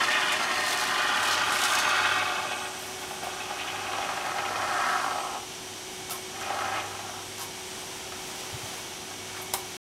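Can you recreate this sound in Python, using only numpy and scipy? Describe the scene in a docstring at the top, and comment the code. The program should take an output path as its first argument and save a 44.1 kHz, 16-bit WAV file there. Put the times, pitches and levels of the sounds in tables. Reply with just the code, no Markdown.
"""Wet, sizzling foam sputters from an aerosol can into the gap beside a window, in a wood-panelled cabin.
Gas pockets burst at the straw and ring the gap, duller as the straw moves down, while propellant fizzes
and squeaks through pinholes. The nozzle spits in short spurts, big pockets plop, the can knocks lightly,
a sleeve rustles and the valve cracks open. Behind it all, the ventilation of the workshop around the
cabin hisses, hums and whines."""
import sys
import numpy as np
from scipy import signal
from scipy.fft import rfft, irfft, next_fast_len
from scipy.io import wavfile
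from scipy.ndimage import uniform_filter1d

SR = 44100
rng = np.random.default_rng(int(sys.argv[2]) if len(sys.argv) > 2 else 0)


def unload_audio(sound):
    """Save the sound as a 16-bit wav file, at the path given as the first command line argument."""
    columns = np.transpose(np.atleast_2d(sound))
    # keep every value between -1 and 1, then stretch to whole-number steps
    steps = np.round(np.clip(columns, -1, 1) * 32767)
    wavfile.write(sys.argv[1], SR, steps.astype(np.int16))


N = 434369
T = np.arange(N) / SR

# the straw's path down the gap: time_s, depth (0 top, 0.3 upper, 1 middle, 2 and beyond bottom)
STRAW_PATH = [(0, 0), (.27, 0.5), (.42, -0.04), (1.05, 0.58), (1.45, 0.8), (2.3, 1.37), (3.2, 1.5),
              (7.3, 3)]
# resonances at the bottom of the gap: pitch_hz, width_hz, level_db
BOTTOM_MODES = [(636, 28, -6), (755, 54, 1.5), (792, 43, -1.5), (1009, 290, -7.5), (1120, 46, -9.5),
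                (1276, 94, -2.5), (1576, 50, -7), (1800, 34, -9.5), (2060, 66, -12), (2447, 66, -9.5),
                (2830, 250, -16.5)]


def from_db(db):
    """Decibels to gain."""
    return 10 ** (np.asarray(db) / 20)


def rms_one(x):
    """Scale to rms 1."""
    return x / np.sqrt(np.mean(x ** 2) + 1e-20)


def even(x):
    """Hold the slow level at 1 and keep the fast grain."""
    return x / np.sqrt(np.maximum(uniform_filter1d(x * x, SR // 8), 1e-12))


def curve(rows):
    """Join (time_s, value) points into a value for every sample."""
    return np.interp(T, *np.transpose(rows))


def puff(start_s, hold_s, decay_s):
    """Envelope that opens at once, holds, then dies away."""
    return (T >= start_s) * np.exp(-np.clip((T - start_s - hold_s) / decay_s, 0, 40))


def swells(rows):
    """Envelope of bell-shaped swells, each (peak_s, half_width_s, level_db)."""
    powers = (from_db(db) ** 2 * np.exp(-np.minimum(2 * ((T - s) / width) ** 2, 60))
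              for s, width, db in rows)
    return np.sqrt(sum(powers))


def drift(rate_hz):
    """Smooth random wander with a spread of 1."""
    step, settle = 40, 2000
    pole = np.exp(-2 * np.pi * rate_hz * step / SR)
    noise = rng.standard_normal(N // step + settle + 2)
    slow = signal.lfilter([1], [1, -2 * pole, pole * pole], noise)[settle:]
    return np.interp(np.arange(N) / step, np.arange(len(slow)), rms_one(slow))


def bursts(per_s, spread_db, clump_db, clump_hz):
    """Random clicks of uneven size that come in clumps."""
    sizes = from_db(spread_db * np.minimum(rng.exponential(1, N), 4) + clump_db * drift(clump_hz))
    return rms_one((rng.random(N) < per_s / SR) * rng.choice([-1, 1], N) * sizes)


def sputter(per_s, spread_db, decay_s):
    """Tiny puffs of noise at random, each starting sharply and dying away."""
    clicks = (rng.random(N) < per_s / SR) * from_db(spread_db * np.minimum(rng.exponential(1, N), 4))
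    power = signal.lfilter([1], [1, -np.exp(-2 / (decay_s * SR))], clicks ** 2 + 1e-18)
    return rms_one(np.sqrt(power) * rng.standard_normal(N))


def colour(x, eq):
    """Equalise through (freq_hz, gain_db) points; rms 1."""
    size = next_fast_len(N)
    hz, db = np.transpose(eq)
    bins = np.maximum(np.fft.rfftfreq(size, 1 / SR), 1)
    gain = from_db(np.interp(np.log(bins), np.log(hz), db))
    return rms_one(irfft(rfft(x, size) * gain, size)[:N])


def band(x, low_hz, high_hz, order=3):
    """Butterworth band-pass."""
    sos = signal.butter(order, [low_hz, high_hz], "band", fs=SR, output="sos")
    return signal.sosfilt(sos, x + 1e-18)


def resonate(x, modes):
    """Parallel resonances, each (pitch_hz, width_hz, level_db)."""
    out = 0
    for hz, width, db in modes:
        r = np.exp(-np.pi * width / SR)
        poles = [1, -2 * r * np.cos(2 * np.pi * hz / SR), r * r]
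        out = out + from_db(db) * (1 - r * r) / 2 * signal.lfilter([1, 0, -1], poles, x + 1e-18)
    return out


def cabin(x, wet_db, t60_s=0.27):
    """Direct sound plus dense reflections off the panels; the treble dies sooner."""
    t = T[:SR // 2]
    noise = rng.standard_normal(len(t))
    dull = signal.sosfilt(signal.butter(1, 4000, fs=SR, output="sos"), noise)
    tail = dull * from_db(-60 * t / t60_s) + (noise - dull) * from_db(-60 * t / (0.13 * t60_s))
    tail *= t > .003
    reflections = signal.fftconvolve(x, tail / np.linalg.norm(tail))[:N]
    wet = from_db(wet_db)
    return (x + wet * reflections) / np.sqrt(1 + wet ** 2)


def flow():
    """Gain of the foam's flow: each long trigger press, with a 0.1 s fade either side."""
    # one curve per press: time_s, level_db
    presses = [
        [(0.0, -26.5), (0.14, -27.5), (0.33, -29.5), (0.46, -30), (0.62, -29.5), (0.75, -31), (0.94, -29.5),
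         (0.98, -27.5), (1.62, -28.5), (2.05, -25.5), (2.68, -38), (2.72, -42.5), (2.9, -47)],
        [(2.9, -55), (3.04, -41.5), (3.22, -47.5), (3.23, -39.5), (3.46, -40), (4.05, -34.5), (4.5, -33),
         (4.9, -26.5), (5.37, -38), (5.44, -51)],
        [(6.33, -48), (6.42, -38.5), (6.48, -35), (6.52, -35), (6.65, -31), (6.71, -33), (6.79, -31.5),
         (6.876, -43), (7.2, -46)],
    ]
    strength = 0
    for press in presses:
        inside_s = np.minimum(T - press[0][0], press[-1][0] - T)
        strength = strength + np.clip(1 + inside_s / 0.1, 0, 1) * from_db(curve(press))
    return strength


def pockets(depth, edge_hz):
    """Share the flow out as gains for large, medium and small gas pockets."""
    # wet spits, clusters of small pockets bursting at once: start_s, hold_s, level_db
    spits = [(0.099, 0.13, -32), (0.27, 0.075, -32), (2.1, .015, -39), (2.197, 0.019, -33),
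             (2.519, 0.011, -36), (3.403, 0.012, -41), (3.59, .01, -33.5), (3.675, .01, -36.5),
             (3.745, .01, -42), (3.863, .02, -39), (4.018, .01, -39), (4.172, .02, -40), (4.38, .01, -38.5),
             (4.45, .01, -39), (6.43, 0.068, -42), (6.64, .015, -43), (6.74, 0.066, -40)]
    strength = flow()
    # a hard flow tears the foam finer, favouring medium pockets; depth favours large ones
    knee_db, open_hz, shut_hz = -34, 3320, 1960
    push_db = np.maximum(20 * np.log10(strength + 1e-9) - knee_db, 0)
    fineness = from_db(0.9 + 1.04 * push_db - depth)
    large = strength / np.sqrt(1 + fineness ** 2)
    # small pockets are smothered as the opening narrows
    shut = np.clip(np.log(open_hz / edge_hz) / np.log(open_hz / shut_hz), 0, 1)
    small = strength * from_db(-4.5 - 8.5 * shut)
    spitting = sum(from_db(db) * puff(s, hold, decay_s=0.035) for s, hold, db in spits)
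    return large, large * fineness, np.hypot(small, spitting)


def hollow_ring(x, modes):
    """Each resonance applied twice: steep sides and dark valleys, as in a narrow tube."""
    return sum(resonate(resonate(x, [(hz, width, 0)]), [(hz, width, db)]) for hz, width, db in modes)


def gap(x, depth):
    """Ring the gap at the depth the straw has reached; it rings purer above the bottom."""
    # resonances higher up the gap: pitch_hz, width_hz, level_db
    top_modes = [(653, 150, -7.7), (727, 150, -7.2), (946, 83, -3.5), (1085, 150, -3), (1220, 56, -1.5),
                 (1326, 106, 0.5), (1663, 145, -2), (1841, 98, -0.5), (2124, 280, -5.0), (2449, 162, -4.2),
                 (2660, 109, -4.0), (3010, 248, -5.4), (3274, 45, -5.5), (3398, 329, -10.5)]
    upper_modes = [(625, 60, -4.5), (728, 78, -1.5), (834, 86, -1.9), (1055, 103, -1.5), (1203, 128, 0.5),
                   (1448, 195, -2), (1632, 50, -3), (1844, 127, 0.5), (2063, 180, -5.5), (2471, 91, -3.0),
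                   (2690, 240, -7.8), (2947, 110, -4.5), (3121, 180, -9.2), (3464, 336, -11)]
    middle_modes = [(624, 110, -7), (747, 45, -2.0), (840, 100, -3.5), (1080, 110, -7.2), (1191, 154, 0.0),
                    (1423, 200, -0.9), (1517, 103, -8.1), (1877, 94, -7.1), (2200, 260, -7.5),
                    (2534, 250, -6.6), (2962, 78, -7.6), (3159, 120, -9), (3391, 110, -9.3),
                    (3695, 276, -13)]
    # depth at which each set rings alone: top, upper, middle, bottom
    mode_depths = (0, .3, 1, 2)
    shares = [np.interp(depth, mode_depths, row) for row in np.eye(len(mode_depths))]
    rings = [hollow_ring(x, modes) for modes in (top_modes, upper_modes, middle_modes)]
    rings.append(resonate(x, BOTTOM_MODES))
    return sum(share * rms_one(ring) for share, ring in zip(shares, rings)) + from_db(-19) * x


def muffle(x, edge_hz, q):
    """Foam closing the opening: a resonant low-pass with a moving edge."""
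    out, state, block = np.zeros(N), np.zeros(2), 256
    for i in range(0, N, block):
        angle = 2 * np.pi * edge_hz[i] / SR
        damp, cosine = np.sin(angle) / (2 * q), np.cos(angle)
        zeros, poles = np.array([.5, 1, .5]) * (1 - cosine), [1 + damp, -2 * cosine, 1 - damp]
        out[i:i + block], state = signal.lfilter(zeros, poles, x[i:i + block], zi=state)
    return out


def foam():
    """Gas pockets burst in the wet foam and ring the gap; each size of pocket feeds its own register."""
    # upper edge of the sound that gets out past the foam: time_s, edge_hz
    opening = [(0, 5000), (2.0, 4470), (2.6, 3560), (3.9, 3130), (4.5, 2060), (4.88, 2100), (5.03, 1600),
               (5.15, 1190), (5.4, 1050), (6.3, 2300), (6.58, 2000), (6.78, 2490), (7.0, 1600)]
    depth, edge_hz = curve(STRAW_PATH), curve(opening)
    # a free flow sizzles densely; lower down it breaks into fewer, lumpier bursts
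    lumpy = np.clip(depth / 2, 0, 1)
    pops = bursts(per_s=3800 - 2400 * lumpy, spread_db=2.5, clump_db=1.05 - 0.04 * lumpy, clump_hz=58)
    muffled = muffle(muffle(gap(pops, depth), edge_hz, q=1.2), edge_hz, q=1.2)
    deep = cabin(muffled, wet_db=-17)
    # small pockets burst nearer the surface and stay brighter
    crackle = gap(sputter(per_s=700, spread_db=1.7, decay_s=.004), depth)
    surface = cabin(muffle(crackle, np.maximum(edge_hz, 2500), q=1.1), wet_db=-15)
    body = from_db(-9.5 - 5.6 * lumpy) * even(band(pops, 229, 454, order=2))
    gurgle = even(band(deep, 585, 978)) + body
    squelch = even(band(deep, 1067, 2026, order=4))
    sizzle = even(band(surface, 2010, 3880, order=4))
    large, medium, small = pockets(depth, edge_hz)
    return large * gurgle + medium * squelch + small * sizzle


def fizz():
    """Bubbles and droplets crackle in escaping propellant and ring the straw; the spray fades with depth."""
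    # tone of the spray: freq_hz, gain_db
    spray_eq = [(2400, -31), (3200, -14), (4200, 4.5), (6500, -4.5), (9000, -7.5), (12500, -18.5),
                (16000, -28)]
    # resonances of the straw: pitch_hz, width_hz, level_db
    straw_modes = [(4980, 280, -11), (6480, 180, -6), (9800, 340, -7)]
    # surges of propellant: peak_s, half_width_s, hiss_db, sizzle_db
    surges = [(0.36, 0.044, -47, -58), (0.76, 0.17, -33.5, -35), (1.26, 0.077, -38, -35),
              (1.335, 0.098, -32.5, -50), (1.65, 0.17, -32, -32), (1.79, 0.055, -34.5, -41),
              (4.95, 0.2, -51, -49.5)]
    grains = sputter(per_s=600, spread_db=3.0, decay_s=0.01)
    spray = even(colour(grains + resonate(grains, straw_modes), spray_eq))
    spray *= flow() * from_db(-9 - 3 * curve(STRAW_PATH))
    jet = sputter(per_s=330, spread_db=3.0, decay_s=0.0061)
    hiss = even(band(jet, 3000, 6400, order=2))
    hiss *= swells([(s, width, db) for s, width, db, _ in surges])
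    sizzle = even(band(colour(jet, spray_eq), 6400, 14500))
    sizzle *= swells([(s, width, db) for s, width, _, db in surges])
    return spray + hiss + sizzle


def machine_tone(hz, wander_hz, flutter_db=0.7):
    """A sine that wavers a little in pitch and level; rms 1."""
    phase = 2 * np.pi * np.cumsum(hz + wander_hz * drift(5.36)) / SR
    return rms_one(np.sin(phase) * from_db(flutter_db * drift(1.4)))


def ventilation():
    """Air rushes through resonant ducts, with mains hum and motor whines."""
    # tone of the rushing air: freq_hz, gain_db
    air_eq = [(15, -66), (25, -14.5), (96, -10.5), (194, -8), (222, -7), (291, -8.5), (342, -5.5),
              (371, -7.5), (572, -13.5), (791, -10), (1120, -13), (2200, -12.5), (2520, -12), (8270, -17),
              (13000, -25), (15800, -38)]
    # duct resonances: pitch_hz, width_hz, level_db
    duct_modes = [(318, 14, -20), (740, 300, -2.5), (3160, 440, -3.5), (5870, 650, 1)]
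    # steady machine tones: pitch_hz, level_db
    tones = [(372.8, -49.3), (743, -61.5), (2896, -64), (3644, -61), (5755, -61), (9701, -65), (11190, -66)]
    # swells of the hum, the high whine and the lower motor tone: peak_s, half_width_s, level_db
    hum_swells = [(1.4, 0.22, -53), (2.1, 0.21, -51), (3.8, 0.22, -55), (4.6, .18, -54), (6.9, 0.57, -52.5),
                  (9.3, 0.21, -55)]
    whine_swells = [(0.6, 0.6, -55), (2.68, .25, -50.5), (3.25, .2, -52), (4.75, .15, -50.5),
                    (5.22, 0.17, -52), (6.05, .5, -57), (7.3, 0.13, -54), (7.75, .2, -52), (9.5, .15, -65)]
    motor_swells = [(6.13, 0.24, -53.5), (7.5, 0.2, -55), (8.8, .3, -59), (9.45, 0.34, -52.5)]
    noise = rng.standard_normal(N)
    air = from_db(-39.5) * band(colour(noise + resonate(noise, duct_modes), air_eq), 41, 20000, order=2)
    steady = sum(from_db(db) * machine_tone(hz, wander_hz=1.184 + hz / 2000) for hz, db in tones)
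    # each of these swells up from a constant floor
    hum = np.hypot(from_db(-60.5), swells(hum_swells)) * rms_one(np.sin(2 * np.pi * 100 * T))
    whine = np.hypot(from_db(-61), swells(whine_swells)) * machine_tone(8213, wander_hz=5, flutter_db=2)
    motor = np.hypot(from_db(-58.5), swells(motor_swells)) * machine_tone(2239.5, wander_hz=2.17)
    return air + steady + hum + whine + motor


def spurts():
    """Slugs of gas leave the straw with a crackling hiss and a hollow ring; the valve leaks thinly."""
    # spurts at the nozzle: start_s, hold_s, hiss_db, ring_db
    slugs = [(0.319, 0.013, -33.5, -53), (0.674, 0.035, -35, -56), (0.802, .006, -34, -56),
             (1.31, 0.041, -35, -54), (1.56, .005, -29, -55), (1.637, 0.01, -26, -54),
             (1.747, 0.018, -31, -55), (1.786, .008, -29.5, -54), (1.887, .005, -35, -52),
             (5.336, 0.016, -60, -40), (6.108, 0.017, -36, -39.5), (6.359, 0.0069, -52, -36),
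             (6.409, .02, -39, -41), (7.382, 0.052, -40, -51), (9.398, 0.014, -54, -43)]
    # tone of their hiss: freq_hz, gain_db
    hiss_eq = [(300, -25), (800, 8.5), (2000, -1.5), (5000, 4.5), (9000, 1.5), (13000, -7), (16000, -39)]
    # leaks at the valve: start_s, hold_s, level_db
    leaks = [(2.79, .1, -51), (2.995, .03, -52), (3.08, .045, -53), (3.233, .03, -49), (6.103, 0.032, -37),
             (7.394, .04, -42.5), (9.414, .008, -44), (9.537, 0.0088, -31)]
    grains = even(sputter(per_s=710, spread_db=1.5, decay_s=.0015))
    hiss, hollow = colour(grains, hiss_eq), rms_one(resonate(grains, BOTTOM_MODES))
    nozzle = sum(puff(s, hold, decay_s=0.0057) * (from_db(hiss_db) * hiss + from_db(ring_db) * hollow)
                 for s, hold, hiss_db, ring_db in slugs)
    leak = even(band(sputter(per_s=980, spread_db=2.0, decay_s=.002), 8700, 14000))
    leak *= sum(from_db(db) * puff(s, hold, decay_s=0.022) for s, hold, db in leaks)
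    return cabin(nozzle + leak, wet_db=-4.5)


def squeaks(width_hz=66):
    """Gas squeaks through pinholes in the foam, each ringing one narrow, sputtering pitch."""
    # pinhole squeaks: peak_s, half_width_s, pitch_hz, level_db
    pinholes = [(.48, .14, 6420, -47), (.7, 0.33, 4240, -43), (1.33, 0.037, 4120, -40),
                (1.34, 0.057, 5230, -44), (1.72, 0.16, 3680, -42), (1.66, 0.21, 5540, -46),
                (1.82, .15, 6390, -41), (1.95, 0.15, 4470, -43)]
    jet = sputter(per_s=700, spread_db=0.0, decay_s=.006)
    return sum(swells([(s, half_width, db)]) * even(resonate(jet, [(hz, width_hz, 0)]))
               for s, half_width, hz, db in pinholes)


def movement():
    """A sleeve rustles as the arm moves, weight shifts on the floor and the straw rubs the frame."""
    # sleeve rustles and straw rubs: peak_s, half_width_s, level_db
    rustles = [(2.95, 0.42, -49), (7.85, 0.3, -44.5), (8.34, 0.21, -42.5), (8.68, .22, -41.5),
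               (9.35, 0.1, -51), (9.72, .1, -50)]
    rubs = [(9.305, .02, -45), (9.372, 0.026, -38)]
    # tone of the cloth: freq_hz, gain_db
    sleeve_eq = [(200, -5.5), (700, 5), (2000, 1), (5000, 0), (10000, -4.5), (16000, -17)]
    # soft thuds of shifting weight: start_s, hold_s, decay_s, level_db
    thuds = [(8.11, .03, .03, -55), (8.526, 0.025, 0.022, -40), (8.62, .025, 0.022, -47)]
    cloth = colour(bursts(per_s=5900, spread_db=3.0, clump_db=1.0, clump_hz=18), sleeve_eq)
    boom = even(band(rng.standard_normal(N), 89, 140, order=2))
    boom *= sum(from_db(db) * puff(s, hold, decay) for s, hold, decay, db in thuds)
    scrape = rms_one(band(sputter(per_s=600, spread_db=2.5, decay_s=0.0024), 1200, 2000, order=1))
    return cloth * swells(rustles) + scrape * swells(rubs) + boom


def plops():
    """Single blows ring the bottom of the gap, each trailing a splutter of smaller pockets."""
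    # large pockets plop and the can knocks on the frame: start_s, level_db, upper_modes_db
    blows = [(3.11, -25, -11), (3.233, -23, -12), (3.27, -24, -13), (3.409, -27, -6), (3.51, -24, -12),
             (3.933, -16, 5), (3.985, -18, -12), (4.09, -16, 6), (4.262, -17.5, -2), (4.315, -26, -7),
             (4.364, -20.5, -6), (4.385, -16, 9), (4.504, -21, -14), (4.558, -15, 8), (4.62, -15, 5),
             (4.677, -17, 7), (4.742, -19, -5), (4.782, -24, 4), (4.837, -18, 10), (4.895, -18.5, -6),
             (4.954, -24, 6), (5.001, -18, 4), (5.044, -26, 5), (5.11, -17, -4), (5.184, -17, -2),
             (5.275, -23, -2), (5.347, -22.5, -15), (6.502, -18.5, -20), (6.545, -18, -3), (6.567, -24, 1),
             (6.59, -21, 3), (6.644, -23, 0), (6.656, -19, -4), (6.757, -23, 4), (6.878, -26, 3),
             (6.911, -25, 3), (6.95, -24, 1), (6.993, -22, -2), (7.095, -24.5, -4), (8.122, -23, 0),
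             (9.111, -24.5, 1)]
    splutter_db, splutter_decay_s = -20, 0.0064
    out = np.zeros(N + SR)
    t = T[:SR // 10]
    for s, db, upper_db in blows:
        splutter = from_db(splutter_db) * rng.standard_normal(len(t)) * np.exp(-t / splutter_decay_s)
        # smaller pockets favour the upper resonances
        modes = [(hz, width, level + upper_db * (hz > 1000)) for hz, width, level in BOTTOM_MODES]
        ring = resonate(signal.unit_impulse(len(t)) + splutter, modes)
        start = round(s * SR)
        out[start:start + len(ring)] += from_db(db) * ring / abs(ring).max()
    return cabin(band(out[:N], 200, 5300, order=2), wet_db=-7.5)


def valve_snaps():
    """The trigger valve cracks open and rings the can."""
    # cracks of the valve: start_s, decay_s, level_db
    snaps = [(6.097, 0.0024, -27), (9.5376, 0.0079, -19)]
    # tone of the crack: freq_hz, gain_db
    crack_eq = [(300, -15), (550, -2), (800, 3), (1100, 2), (1800, -11), (2600, -4.5), (4500, -9.5),
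                (8500, -6), (12000, -14), (16000, -19)]
    # resonances of the can: pitch_hz, width_hz, level_db
    can_modes = [(526, 45, -9), (785, 69, 14), (890, 90, -16), (1330, 60, -11), (2180, 41, 14),
                 (2300, 50, 1), (2860, 64, -8), (5670, 90, -17)]
    grit = sputter(per_s=7500, spread_db=1.0, decay_s=.0005)
    grit *= sum(from_db(db) * puff(s, 0, decay) for s, decay, db in snaps)
    crack = np.sqrt(np.mean(grit ** 2)) * colour(grit, crack_eq)
    blows = np.zeros(N)
    for s, _, db in snaps:
        blows[round(s * SR)] = from_db(db)
    ring = resonate(blows, can_modes)
    ring *= from_db(-2) * blows.max() / abs(ring).max()
    return cabin(crack + ring, wet_db=-10)


def scene():
    """The foam, the can and the handling, close up in mono over the ventilation."""
    spraying = foam() + fizz() + squeaks() + spurts() + valve_snaps() + plops()
    return (spraying + movement() + ventilation())[None]


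def record(dry):
    """The top is cut, and the sound stops abruptly just before the end."""
    cutoff_hz, end_s = 15700, 9.769
    return signal.sosfilt(signal.ellip(10, .1, 80, cutoff_hz, fs=SR, output="sos"), dry * (T < end_s))


dry = scene()
out = record(dry)
unload_audio(out)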